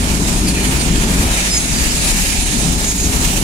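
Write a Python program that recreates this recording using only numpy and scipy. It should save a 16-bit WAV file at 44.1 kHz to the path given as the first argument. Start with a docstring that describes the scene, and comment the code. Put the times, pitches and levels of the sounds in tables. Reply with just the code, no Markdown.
"""A deep boom and a steely roar, there from the start: freight wagons rolling past a phone by the track.
Bodies and ground boom and rumble, the bodies resonate in a low drone, wheels and rails roar and ring.
Brake gear and flanges hiss in jolts, and metal squeaks briefly on metal. The phone's two microphone
ports hear the bass alike and the treble apart."""
import sys
import numpy as np
from scipy import signal
from scipy.fft import rfft, irfft, next_fast_len
from scipy.io import wavfile
from scipy.ndimage import uniform_filter1d

SR = 44100
rng = np.random.default_rng(int(sys.argv[2]) if len(sys.argv) > 2 else 0)


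def store_wav(level_fs):
    """Save 16-bit WAV to argv[1]."""
    pcm = np.round(np.clip(np.atleast_2d(level_fs), -1, 1) * 32767)
    wavfile.write(sys.argv[1], SR, pcm.T.astype(np.int16))


N = 151263


def undb(db):
    return 10 ** (np.asarray(db) / 20)


def unit_rms(x):
    return x / np.sqrt(np.mean(x ** 2))


def over_hz(table, hz):
    """Read a curve of (Hz, value) points on a log frequency axis."""
    points_hz, values = np.array(table).T
    return np.interp(np.log(np.maximum(hz, 1)), np.log(points_hz), values)


def wander(rate_hz):
    """Smooth random modulation with a spread near 1."""
    hold = max(int(SR / rate_hz), 2)
    steps = np.repeat(rng.standard_normal(N // 2 + 1)[:N // hold + 1], hold)
    return 1.332 * uniform_filter1d(uniform_filter1d(steps, hold), hold)[:N]


# How alike the ports sound. Each row: frequency in Hz, share of the power common to both.
PORT_SHARE = [(60, 1), (340, 0.91), (600, 0.62), (1100, 0.37), (1550, 0.49), (2200, 0.1), (5000, 0.033)]
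# Phase between the ports. Each row: frequency in Hz, lead of the left in radians.
PORT_PHASE = [(60, 0), (260, 0.1), (600, 0.58), (860, -0.2), (1100, 3), (1550, 3), (2000, 2.5), (2400, 7)]
def port_noise(gains, hz, size):
    """Shaped stereo noise: a common part, phase-shifted on the right, plus each port's own."""
    noise = rfft(rng.standard_normal((3, size)))
    share = over_hz(PORT_SHARE, hz)
    common = noise[0] * np.array([np.ones(len(hz)), np.exp(-1j * over_hz(PORT_PHASE, hz))])
    return irfft(gains * (np.sqrt(share) * common + np.sqrt(1 - share) * noise[1:]), size)


def noise_bed(spectrum, level_db, flicker_db, flicker_hz, bands):
    """Overlapping noise bands that ride one fader while each flickers alone."""
    size = next_fast_len(N)
    hz = np.fft.rfftfreq(size, 1 / SR)
    edges = np.linspace(np.log(spectrum[0][0]), np.log(spectrum[-1][0]), bands + 1)
    step, bed = edges[1] - edges[0], 0
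    for centre in edges[:-1] + step / 2:
        offset = np.clip((np.log(np.maximum(hz, 1)) - centre) / step, -1, 1)
        gains = undb(over_hz(spectrum, hz)) * np.cos(np.pi / 2 * offset)
        bed += port_noise(gains, hz, size)[:, :N] * undb(flicker_db * wander(flicker_hz))
    return unit_rms(bed) * undb(level_db)


# The low end, boom under rumble. Each row: frequency in Hz, relative level in dB.
BOOM_EQ = [(16, -8), (30, 2), (49, -4), (62, -1), (90, -5.5), (115, -12.5)]
RUMBLE_EQ = [(105, -4.5), (134, -3), (170, 0.5), (254, -2), (340, -8.5), (450, -13)]
def bodies_and_ground(boom_db, rumble_db):
    """Wagon bodies and ground shake; the bodies' drone rides the boom's fader."""
    boom = noise_bed(BOOM_EQ, boom_db - 2.5, flicker_db=0.32, flicker_hz=6.2, bands=3)
    drone = body_drone() * undb(boom_db - 3)
    return boom + drone + noise_bed(RUMBLE_EQ, rumble_db, flicker_db=1.2, flicker_hz=10.05, bands=6)


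def body_drone(centre_hz=49.1, drift=0.1486):
    """The wagon bodies resonate: an even, low drone whose pitch wanders."""
    pitch_hz = centre_hz * (1 + drift * wander(12))
    return unit_rms(np.sin(2 * np.pi * np.cumsum(pitch_hz) / SR))


# The mids, rail roar under wheel ring. Each row: frequency in Hz, relative level in dB.
ROAR_EQ = [(430, -2), (560, 1.5), (800, 0.5), (960, 1), (1050, -2.5), (1300, -1), (1550, -1.5),
           (1700, -14.5)]
RING_EQ = [(1650, 3), (1850, 0), (2000, -1), (2400, 2.5), (3000, -1), (3700, -4)]
def rail_roar(level_db):
    """Rails roar under the rolling wheels."""
    return noise_bed(ROAR_EQ, level_db, flicker_db=1.0, flicker_hz=11.42, bands=4)


def wheel_ring(level_db):
    """The wheels ring in a broad, bright band of noise."""
    return noise_bed(RING_EQ, level_db, flicker_db=0.96, flicker_hz=14, bands=5)


# The top end, hiss under its airy sheen. 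Each row: frequency in Hz, relative level in dB.
HISS_EQ = [(3600, -2.5), (4600, -3.5), (5800, -2.5), (6600, 0.5), (7600, -1), (8800, -2), (10000, -2.5),
           (10500, -8.5)]
SHEEN_EQ = [(10400, 2), (11500, -4), (13000, -8), (14500, -11.5), (16000, -14)]
def brake_hiss(hiss_db, sheen_db):
    """Brake gear and flanges hiss in two flickering layers."""
    hiss = noise_bed(HISS_EQ, hiss_db, flicker_db=1.0, flicker_hz=14, bands=10)
    return hiss + noise_bed(SHEEN_EQ, sheen_db, flicker_db=1.05, flicker_hz=13, bands=3)


# The placed jolts. Each row: peak time in seconds, swell or dip of the hiss in dB.
GEAR_JOLTS = [(.15, 3.5), (.285, 2.5), (0.488, 3), (.53, -3), (0.653, 2), (.77, 1.5), (0.815, 1),
              (1.055, -1.5), (1.38, 0), (1.545, 0.5), (2.15, -2.5), (2.258, 2), (2.77, -4), (2.845, 3),
              (2.92, 4), (3.045, 1.5), (3.18, -1), (3.25, 2)]
def gear_jolts(t, width_s=0.0074, small_db=0.98):
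    """Jolts through the running gear as a dB curve: quick bumps over small random ones."""
    bumps = sum(db * np.exp(-.5 * ((t - peak_s) / width_s) ** 2) for peak_s, db in GEAR_JOLTS)
    return bumps + small_db * wander(65)


def squeak(size, length_s, pitch_hz, width_hz, sag_per_s=0.117):
    """Metal on metal: a rough tone swells and fades, sinking as the wheel draws away."""
    t = np.arange(size) / SR
    jitter = uniform_filter1d(rng.standard_normal(size), 24) * np.sqrt(2 * np.pi * width_hz / SR)
    phase = 2 * np.pi * pitch_hz * (1 - sag_per_s * (t - length_s) / 2) * t + np.cumsum(jitter)
    swell = np.sqrt(np.abs(np.sin(np.pi * np.clip(t / length_s, 0, 1) ** 0.83)))
    return np.sqrt(2) * np.sin(phase + [[0], [np.pi / 2]]) * swell  # ports a quarter turn apart


# The clear squeaks. Each row: start and length in seconds, pitch and width in Hz, level in dB.
CLEAR_SQUEAKS = [(0.36, 0.081, 6600, 60.6, -31), (.33, 0.12, 9560, 300, -29), (0.47, .04, 9540, 400, -24),
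                 (0.468, 0.038, 4840, 200, -24.5), (0.473, 0.05, 4340, 100, -29),
                 (0.54, 0.125, 4290, 60, -33), (.545, 0.12, 2450, 119, -28), (0.638, 0.023, 2990, 150, -27),
                 (0.666, 0.069, 8900, 90, -26), (0.785, 0.085, 8750, 70, -26.5),
                 (0.791, .04, 4520, 250, -27.5), (1.347, 0.082, 2300, 251, -25),
                 (1.35, 0.16, 5660, 250, -28), (1.434, 0.27, 10130, 300, -30.5),
                 (1.504, 0.085, 5100, 25, -22.5), (1.528, 0.07, 6680, 250, -20),
                 (1.499, 0.15, 7470, 100, -28.5), (1.617, .36, 6350, 25, -30.5),
                 (1.718, 0.2, 4750, 30, -29.5), (1.88, .1, 5350, 60, -29.5), (2.004, .12, 9850, 604, -28),
                 (2.392, 0.081, 9800, 40, -28), (2.831, 0.14, 6750, 450, -24), (2.97, 0.12, 6680, 400, -23),
                 (3.122, .13, 11360, 200, -40), (3.2, .2, 13700, 250, -40), (3.34, 0.091, 11100, 150, -29)]
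def metal_squeaks(chatter_db=2.5, chatter_hz=110, faint_width_hz=40):
    """Brake gear and flanges squeak: clear ones among many faint ones, each with its own chatter."""
    track = np.zeros((2, N + 20000))
    chatter = undb(chatter_db * wander(chatter_hz))
    faint = []
    for when, length, height, strength in rng.random((500, 4)):
        db = -42 + over_hz(HISS_EQ + SHEEN_EQ[1:], 1800 * 8.0 ** height) + 5 * strength
        faint.append((when * N / SR, .045 * (.5 + length), 1800 * 8.1 ** height, faint_width_hz, db))
    for start_s, length_s, pitch_hz, width_hz, db in CLEAR_SQUEAKS + faint:
        start, size = int(start_s * SR), int(length_s * SR) + 1
        own_chatter = np.take(chatter, rng.integers(N) + np.arange(size), mode="wrap")
        track[:, start:start + size] += squeak(size, length_s, pitch_hz, width_hz) * undb(db) * own_chatter
    return track[:, :N]


def pan(left_db):
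    return undb(np.array([left_db, -left_db]) / 2)


# Fader moves as the wagons pass. Each row: time in seconds, faders in dB for boom, rumble, roar,
# ring, hiss and sheen, then pan of the lows and of the highs in dB left over right.
WAGON_FADERS = [(0, -18.5, -20, -28.5, -27, -24, -34.5, -2.3, -2.5),
                (0.2, -18, -19, -28, -28.5, -23, -32, 0, -2.5),
                (0.42, -18, -19, -30, -28, -23.5, -34.5, -1.5, 0.5),
                (0.77, -19, -18.5, -27, -27, -23, -34, -1, -2),
                (0.95, -18, -18, -29.5, -26, -23.5, -33.5, -1.5, -3),
                (1.25, -16, -19, -26, -25.5, -21.5, -30, -2, 1),
                (1.45, -24, -24.5, -29, -23, -19.5, -32, -2, 1),
                (1.6, -24.5, -24.5, -30.5, -27, -20.5, -32.5, 0.8, 0.7),
                (1.8, -21, -21.5, -30.5, -25, -21, -31, 2, -1.3),
                (2.08, -21, -24.5, -28.5, -23.5, -17.5, -29, 0.5, 3),
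                (2.3, -19.5, -25.5, -30.5, -24, -19.5, -28, 1, -1.7),
                (2.5, -20.5, -23.5, -32, -26.5, -21, -32, 1.5, -1.3),
                (2.65, -21, -18, -28.5, -28.5, -22, -34, 0.5, -5.5),
                (2.8, -17.5, -22.5, -29, -27, -21, -32, -0.7, 0.8),
                (2.97, -22, -24, -35.5, -31, -23, -32, -2, -1.2),
                (3.15, -17, -20.7, -27.5, -25.5, -20.5, -28.5, 1, -0.8),
                (3.43, -20.5, -19, -29.5, -27, -23, -28.5, -1, -2.5)]
# The ports' differing colour. Each row: frequency in Hz, left over right in dB.
PORT_BALANCE = [(60, 5), (300, 3.5), (700, 5), (950, 0), (1150, 2), (1600, 2), (2300, -0.5), (2900, -4.5),
                (4600, -5.5), (6000, -5), (7500, -6.5), (9500, 0.5), (12500, 5), (15500, 2)]
def scene():
    """Mix the passing wagons, jolt the mids and highs, and colour each port."""
    t = np.arange(N) / SR
    times, *moves = np.array(WAGON_FADERS).T
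    boom, rumble, roar, ring, hiss, sheen, low_pan, high_pan = (np.interp(t, times, m) for m in moves)
    jolt = gear_jolts(t)
    lows = bodies_and_ground(boom, rumble) + rail_roar(roar + 0.68 * jolt)
    highs = wheel_ring(ring + 1.25 * jolt) + brake_hiss(hiss + jolt, sheen + 1.65 * jolt)
    highs += metal_squeaks()
    mix = lows * pan(low_pan) + highs * pan(high_pan)
    balance_db = over_hz(PORT_BALANCE, np.fft.rfftfreq(N, 1 / SR))
    return irfft(rfft(mix) * pan(balance_db), N)


def record(dry):
    """The phone's gain control gently evens out quick changes of level, and a low-pass cuts the top."""
    target_db, ratio, window_s, top_hz = -15.5, 1.08, 0.0325, 15750
    power = uniform_filter1d(np.mean(dry ** 2, axis=0), int(window_s * SR)) + 1e-9
    gain = (undb(target_db) ** 2 / power) ** ((1 - 1 / ratio) / 2)
    return signal.sosfilt(signal.ellip(12, .2, 80, top_hz, fs=SR, output="sos"), dry * gain)


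dry = scene()
out = record(dry)
store_wav(out)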